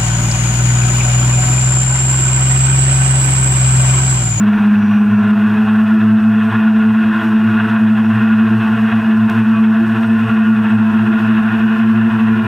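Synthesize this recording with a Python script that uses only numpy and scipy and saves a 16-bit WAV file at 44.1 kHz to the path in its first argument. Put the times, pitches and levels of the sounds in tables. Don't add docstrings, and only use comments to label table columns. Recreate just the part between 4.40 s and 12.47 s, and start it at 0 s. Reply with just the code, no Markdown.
import sys
import numpy as np
from scipy import signal
from scipy.fft import rfft, irfft, next_fast_len
from scipy.io import wavfile
from scipy.ndimage import uniform_filter1d

SR = 44100
rng = np.random.default_rng(int(sys.argv[2]) if len(sys.argv) > 2 else 0)


def unload_audio(sound):
    columns = np.transpose(np.atleast_2d(sound))
    steps = np.round(np.clip(columns, -1, 1) * 32767)
    wavfile.write(sys.argv[1], SR, steps.astype(np.int16))


def gain_from_decibels(decibels):
    exponent = np.asarray(decibels, float) / 20
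    return 10 ** exponent


N = 355887
TIME_S = np.arange(N) / SR


def rms_one(x):
    return x / np.sqrt(np.mean(x ** 2) + 1e-20)


def in_time(rows):
    start_s, *columns = np.transpose(rows)
    return [np.interp(TIME_S, start_s, column) for column in columns]


def phase_of(hz):
    return 2 * np.pi * np.cumsum(hz) / SR


def drift(rate):
    pole = np.exp(-80 * np.pi * rate / SR)
    noise = rng.standard_normal(N // 40 + 2002)
    slow = signal.lfilter([1], [1, -2 * pole, pole * pole], noise)[2000:]
    return np.interp(np.arange(N) / 40, np.arange(len(slow)), rms_one(slow))


def swells(rows, width_s):
    t = np.arange(0, N, 64) / SR
    db = sum(level_db * np.exp(-.5 * ((t - centre_s) / width_s) ** 2) for centre_s, level_db in rows)
    return np.interp(TIME_S, t, db)


def spectrum_gain(hz_offset_log, spectrum):
    hz, db = np.transpose(spectrum)
    return gain_from_decibels(np.interp(hz_offset_log, np.log(hz), db, left=-120, right=-120))


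def coloured(x, spectrum, reference=None):
    size = next_fast_len(N)
    log_hz = np.log(np.arange(size // 2 + 1) * SR / size + 1)
    gain = spectrum_gain(log_hz, spectrum)
    scale = spectrum_gain(log_hz, reference or spectrum)
    return irfft(rfft(rms_one(x), size) * gain, size)[:N] / np.sqrt(np.mean(scale ** 2))


# start_s [s], first to fifth speed [turns per s]
NEAR_SPEEDS = [(0.0, 104.121, 103.653, 112.072, 107.02, 102.714),
               (0.47, 103.821, 104.185, 112.67, 105.39, 102.751),
               (0.95, 104.685, 104.106, 112.592, 108.604, 105.806),
               (1.42, 107.885, 107.047, 111.902, 110.497, 106.969),
               (1.9, 108.092, 108.946, 112.958, 111.492, 105.987),
               (2.37, 108.79, 109.642, 113.694, 110.26, 108.015),
               (2.85, 108.917, 109.418, 114.127, 109.79, 106.468),
               (3.32, 108.599, 107.68, 114.051, 110.108, 107.365),
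               (3.8, 109.15, 110.447, 115.444, 111.512, 106.646),
               (4.27, 109.647, 110.388, 114.233, 114.747, 106.241),
               (4.75, 109.916, 108.352, 114.262, 113.744, 106.401),
               (5.22, 109.907, 109.022, 114.772, 113.455, 108.02),
               (5.7, 111.31, 111.021, 116.039, 112.189, 108.966),
               (6.17, 108.612, 110.534, 114.553, 113.175, 107.009),
               (6.65, 108.468, 107.394, 116.269, 112.237, 107.478),
               (7.12, 109.687, 110.408, 115.178, 110.672, 107.557),
               (7.6, 110.897, 110.804, 116.991, 113.959, 109.037),
               (8.07, 109.435, 109.111, 115.446, 110.31, 110.235)]
# start_s [s], speed [turns per s]
FAR_SPEED = [(0, 116), (.8, 116.6), (1.4, 117.8), (2.5, 119.1), (3.3, 118.4), (3.8, 120.3), (5.3, 120.1),
             (6.6, 118.8), (7.5, 120.1), (8.07, 119.8)]
START_ANGLES = [(0, 0), (.976, .494), (.239, .811), (.733, .689), (.402, .536), (0, 0)]


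def rotor_angles():
    speeds = in_time(NEAR_SPEEDS) + in_time(FAR_SPEED)
    return [phase_of(turns) + 2 * np.pi * start for turns, (start, _) in zip(speeds, START_ANGLES)]


def hunting(angles, hunt):
    return [angle + phase_of(hunt * drift(7.64)) for angle in angles]


# shake_db [dB], blade_db [dB]
HUM_DB = [(-33.5, -10.5), (-31, -20.5), (-31, -23), (-29.5, -23.5), (-33.5, -26), (-37, -34)]
# centre_s [s], level_db [dB]
ROCKING = [(.3, -6), (.72, 4.5), (1.2, -3.5), (2.1, 2), (2.32, -7), (2.75, -5), (2.98, -9), (3.1, 2),
           (3.45, 7.5), (3.75, 4.5), (4.12, 5.5), (4.68, -9.5), (5.0, 1.5), (5.75, 5), (6.0, -5),
           (6.6, -0.5), (6.87, 3), (7.05, -7), (7.35, -2.5), (7.72, 3.5), (7.92, 0)]
# centre_s [s], level_db [dB]
WAKES = [(.19, -3.5), (.42, -2.5), (2.12, -4), (3.28, -7), (3.75, -2.5), (4.1, -6), (4.37, -5.5),
         (4.89, -8.5), (4.94, -5.5), (5.55, -4), (5.88, -5), (6.17, 0.5), (6.23, -5.5), (7.11, -6),
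         (8.05, -5)]


def hum(angles, flutter_db):
    rocking = gain_from_decibels(swells(ROCKING, width_s=0.047))
    wake = gain_from_decibels(swells(WAKES, width_s=0.0078))
    out = np.zeros(N)
    for angle, (_, heavy), (shake_db, blade_db) in zip(angles, START_ANGLES, HUM_DB):
        shake = gain_from_decibels(shake_db) * rocking * np.cos(angle + 2 * np.pi * heavy)
        blade = gain_from_decibels(blade_db) * wake * np.cos(2 * angle)
        out += np.sqrt(2) * gain_from_decibels(flutter_db * drift(4.5)) * (shake + blade)
    return out


# centre_s [s], level_db [dB]
GUSTS = [(.21, 4), (.48, 0), (.85, 1.5), (1.19, 2.5), (1.53, 2), (2.13, 4), (2.75, 3.5), (3.23, 4.5),
         (3.82, 4), (4.24, 3.5), (4.58, 3), (5.04, 3), (5.54, 3), (5.97, 2.5), (6.41, 3.5), (6.87, 4.5),
         (7.3, 3), (7.75, 3), (8.07, 2)]
# centre_s [s], level_db [dB]
SHUDDERS = [(.12, -1), (1.05, 1), (1.6, 6.5), (2.9, 5), (3.1, 7), (3.3, -2), (4.1, 6), (4.32, 4.5),
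            (5.45, 5), (6.0, 0.5), (6.65, 6.5), (7.15, 1.5), (7.5, 5), (7.68, 4.5), (8.0, 8.5)]


def loading():
    gust_db = swells(GUSTS, width_s=0.17)
    drone_db = -0.4 + 0.48 * gust_db
    growl_db = -3.0 + 0.84 * gust_db
    third_db = -1 + swells(SHUDDERS, width_s=0.062)
    return drone_db, growl_db, third_db


# even_db [dB], odd_db [dB], upper_db from the sixth on [dB], pole_whine_db [dB]
ROTOR_DB = [(2.5, -4, -5.5, -72.5), (-1, -1, -4, -86), (-3, -3, 2.5, -83), (0.5, 0, -2, -87.5),
            (-11.5, -12, 1.5, -84), (-9, -10.5, 2, -72.5)]
# multiple [count], level_db [dB]
OVERTONES = [(3, -38.5), (4, -46), (5, -59), (6, -45.5), (7, -47), (8, -47), (9, -45), (10, -46.5),
             (11, -51.5), (12, -41), (13, -44.5), (14, -45), (15, -47), (16, -49), (17, -59), (22, -50),
             (23, -50), (24, -54.5), (25, -52.5), (26, -57.5)]


def overtones(angles, flutter_db):
    pole_steps = 42
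    drone_db, growl_db, third_db = loading()
    flutters = [gain_from_decibels(flutter_db * drift(5)).astype(np.float32) for _ in range(12)]
    third, plain, drone, growl = ranges = np.zeros((4, N))
    for k, (angle, (even_db, odd_db, upper_db, pole_db)) in enumerate(zip(angles, ROTOR_DB)):
        turn = (angle % (2 * np.pi)).astype(np.float32)
        pole_whine = np.cos(pole_steps * turn) + .3 * np.cos(2 * pole_steps * turn)
        plain += gain_from_decibels(pole_db) * flutters[k] ** .5 * pole_whine
        for multiple, db in OVERTONES:
            step = round(multiple)
            steadiness = .6 if step < 5 else 1
            flutter = np.roll(flutters[(5 * k + step) % 12], 20000 * k) ** steadiness
            level_db = db + (odd_db if step % 2 else even_db) + upper_db * (step >= 6)
            tone = np.cos(step * turn + rng.uniform(0, 7))
            ranges[np.searchsorted([3, 7, 11], step)] += gain_from_decibels(level_db) * flutter * tone
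    loaded = gain_from_decibels(third_db) * third + plain + gain_from_decibels(drone_db) * drone + gain_from_decibels(growl_db) * growl
    return np.sqrt(2) * loaded


# frequency_hz [Hz], level_db [dB per Hz]
DRONE = [(440, -48.5), (510, -31), (600, -24.5), (680, -4.5), (740, -11.5), (830, -16.5), (920, -12),
         (960, -14), (1040, -3.5), (1150, -5.5), (1240, -11.5), (1300, -39)]
# frequency_hz [Hz], level_db [dB per Hz]
GROWL = [(1180, -41), (1240, -14.5), (1320, -9.5), (1440, -1), (1750, -5), (1970, -13.5), (2280, -18),
         (2370, -22.5), (2520, -9), (2850, -14.5), (3050, -24), (3250, -19.5), (3800, -27), (4050, -34),
         (4700, -58)]
# frequency_hz [Hz], level_db [dB per Hz]
AIR = [(3600, -22), (4100, -2), (4750, -6), (5600, -5.5), (6300, -10), (6850, -8), (7700, -14.5),
       (8600, -12), (9150, -8), (9900, -18.5), (10700, -15), (12000, -11), (14600, -13), (15200, -19.5),
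       (15300, -64.5)]


def hiss(angles, low_chop, high_chop):
    drone_db, growl_db, _ = loading()
    passing = rms_one(sum(np.cos(2 * angle) + 0.32 * np.cos(angle) for angle in angles[:4]))
    eddies = rng.standard_normal(N) * gain_from_decibels(low_chop * passing + 2.0 * drift(19))
    low = gain_from_decibels(drone_db) * coloured(eddies, DRONE, GROWL)
    middle = gain_from_decibels(growl_db) * coloured(eddies, GROWL)
    fine_eddies = rng.standard_normal(N) * gain_from_decibels(high_chop * passing + 1.0 * drift(14))
    thin = coloured(fine_eddies, AIR)
    return gain_from_decibels(-27.5) * (low + middle) + gain_from_decibels(-54.36 + 0.32 * growl_db) * thin


# centre_hz [Hz], width_hz [Hz], depth_db [dB]
HOUSING = [(310, 10, -4), (418, 12, 7), (738, 18, -5), (1240, 25, -7), (1435, 30, 4), (1495, 20, -3),
           (2368, 30, -6)]


def housing(x):
    size = next_fast_len(N)
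    hz = np.arange(size // 2 + 1) * SR / size
    db = sum(depth_db / (1 + ((hz - centre_hz) / width_hz) ** 2) for centre_hz, width_hz, depth_db in HOUSING)
    return irfft(rfft(x, size) * gain_from_decibels(db), size)[:N]


# frequency_hz [Hz], level_db [dB per Hz]
RUMBLE = [(15, -5), (22, -1.5), (30, -5), (60, -10), (90, -1.5), (170, 3), (280, -3.5), (390, -13),
          (520, -18.5), (700, -22.5)]


def rumble():
    return gain_from_decibels(-36 + 1.6 * drift(5.6)) * coloured(rng.standard_normal(N), RUMBLE)


# pitch_hz [Hz], level_db [dB]
SWITCHING = [(8080, -68.5), (8102, -70), (8301, -76.5), (8323, -79.5), (8543, -84), (8764, -77),
             (8985, -74)]


def controller_whine():
    out = np.zeros(N)
    for pitch_hz, level_db in SWITCHING:
        level = gain_from_decibels(level_db + 3.4 * drift(3))
        out += np.sqrt(2) * level * np.sin(phase_of(pitch_hz + 3.0 * drift(6)))
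    return out


# start_s [s], pitch_hz [Hz]
WANDER = [
    (.06, 5920),
    (.15, 5850),
    (.29, 5950),
    (.4, 5825),
    (.48, 5803),
    (.6, 5848),
    (.67, 5905),
    (.79, 5835),
    (.88, 5925),
]


def wandering_whistle():
    hz = uniform_filter1d(in_time(WANDER)[0], size=1500)
    db = -56 - .13 * np.abs(hz - 5815)
    return np.sqrt(2) * gain_from_decibels(db) * np.cos(phase_of(hz)) * (TIME_S < WANDER[-1][0])


# start_s [s], pitch_hz [Hz], level_db [dB]
LOW_WHISTLES = [
    [(2.85, 5560, -68), (3.31, 5620, -71.5), (3.554, 5640, -92), (3.648, 5630, -58.5), (3.75, 5560, -80)],
    [(4.25, 5604, -66), (4.406, 5667, -75), (4.546, 5630, -66), (4.7, 5560, -80)],
    [(5.05, 5604, -70), (5.378, 5530, -69), (5.442, 5633, -93), (5.504, 5609, -70), (6.012, 5500, -67),
     (6.05, 5649, -74)],
]


def winding_whistles():
    out = np.zeros(N)
    for rows in LOW_WHISTLES:
        hz, db = in_time(rows)
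        sounding = (TIME_S > rows[0][0]) & (TIME_S < rows[-1][0])
        gate = uniform_filter1d(1. * sounding, size=2000)
        out += gate * np.sqrt(2) * gain_from_decibels(db) * np.cos(phase_of(hz))
    return out


def tick():
    t = TIME_S - 4.899
    snap = np.exp(-np.abs(t) / 9e-5) * (t > 0)
    push = .5 * np.exp(-np.abs(t) / 2.5e-4) + .15 * np.exp(-np.abs(t) / 1.5e-3)
    return gain_from_decibels(-17.5) * (snap - push * (t <= 0))


# frequency_hz [Hz], level_db [dB per Hz]
SIDE_SPECTRUM = [(24, -29.5), (40, -3), (157, -1), (226, -21.5), (290, -8), (352, 1), (900, -14.5),
                 (1170, -42), (1980, -44.5), (2700, -32), (3600, -44)]


def channel_noise():
    levels_db = 9.0 * rng.standard_normal((2, N // 1024 + 1)).clip(-3, 1.2)
    frames = np.repeat(gain_from_decibels(levels_db), 1024, axis=1)[:, :N]
    top, bass = rng.standard_normal((2, N)) * frames
    own = gain_from_decibels(-64.5) * coloured(top, AIR) + gain_from_decibels(-52.5) * coloured(bass, SIDE_SPECTRUM)
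    return own * [[1], [-1]]


def preamp_hiss():
    return gain_from_decibels(-63) * coloured(rng.standard_normal(N), AIR)


def gain_control(x):
    level_db = 10 * np.log10(uniform_filter1d(x ** 2, size=840) + 1e-9) + 12.43
    pole = np.exp(-1 / (.013 * SR))
    return gain_from_decibels(-.41 * signal.lfilter([1 - pole], [1, -pole], level_db))


def scene():
    angles = rotor_angles()
    hunted = hunting(angles, hunt=.3)
    motors = hum(angles, flutter_db=-0.16) + overtones(hunted, flutter_db=4.5)
    enclosed = housing(motors + hiss(hunted, low_chop=0.93, high_chop=1.2))
    whistles = controller_whine() + wandering_whistle() + winding_whistles()
    mono = enclosed + rumble() + whistles + tick()
    return np.array([mono, mono])


def band_limit(x):
    return signal.sosfilt(signal.butter(12, 15710, fs=SR, output="sos"), x)


def record(dry):
    mix = dry * gain_control(dry[0]) + preamp_hiss() + channel_noise()
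    from_end = np.minimum(np.arange(N), np.arange(N)[::-1])
    edges = np.minimum(1, from_end / 150)
    return band_limit(mix * edges)


dry = scene()
out = record(dry)
unload_audio(out)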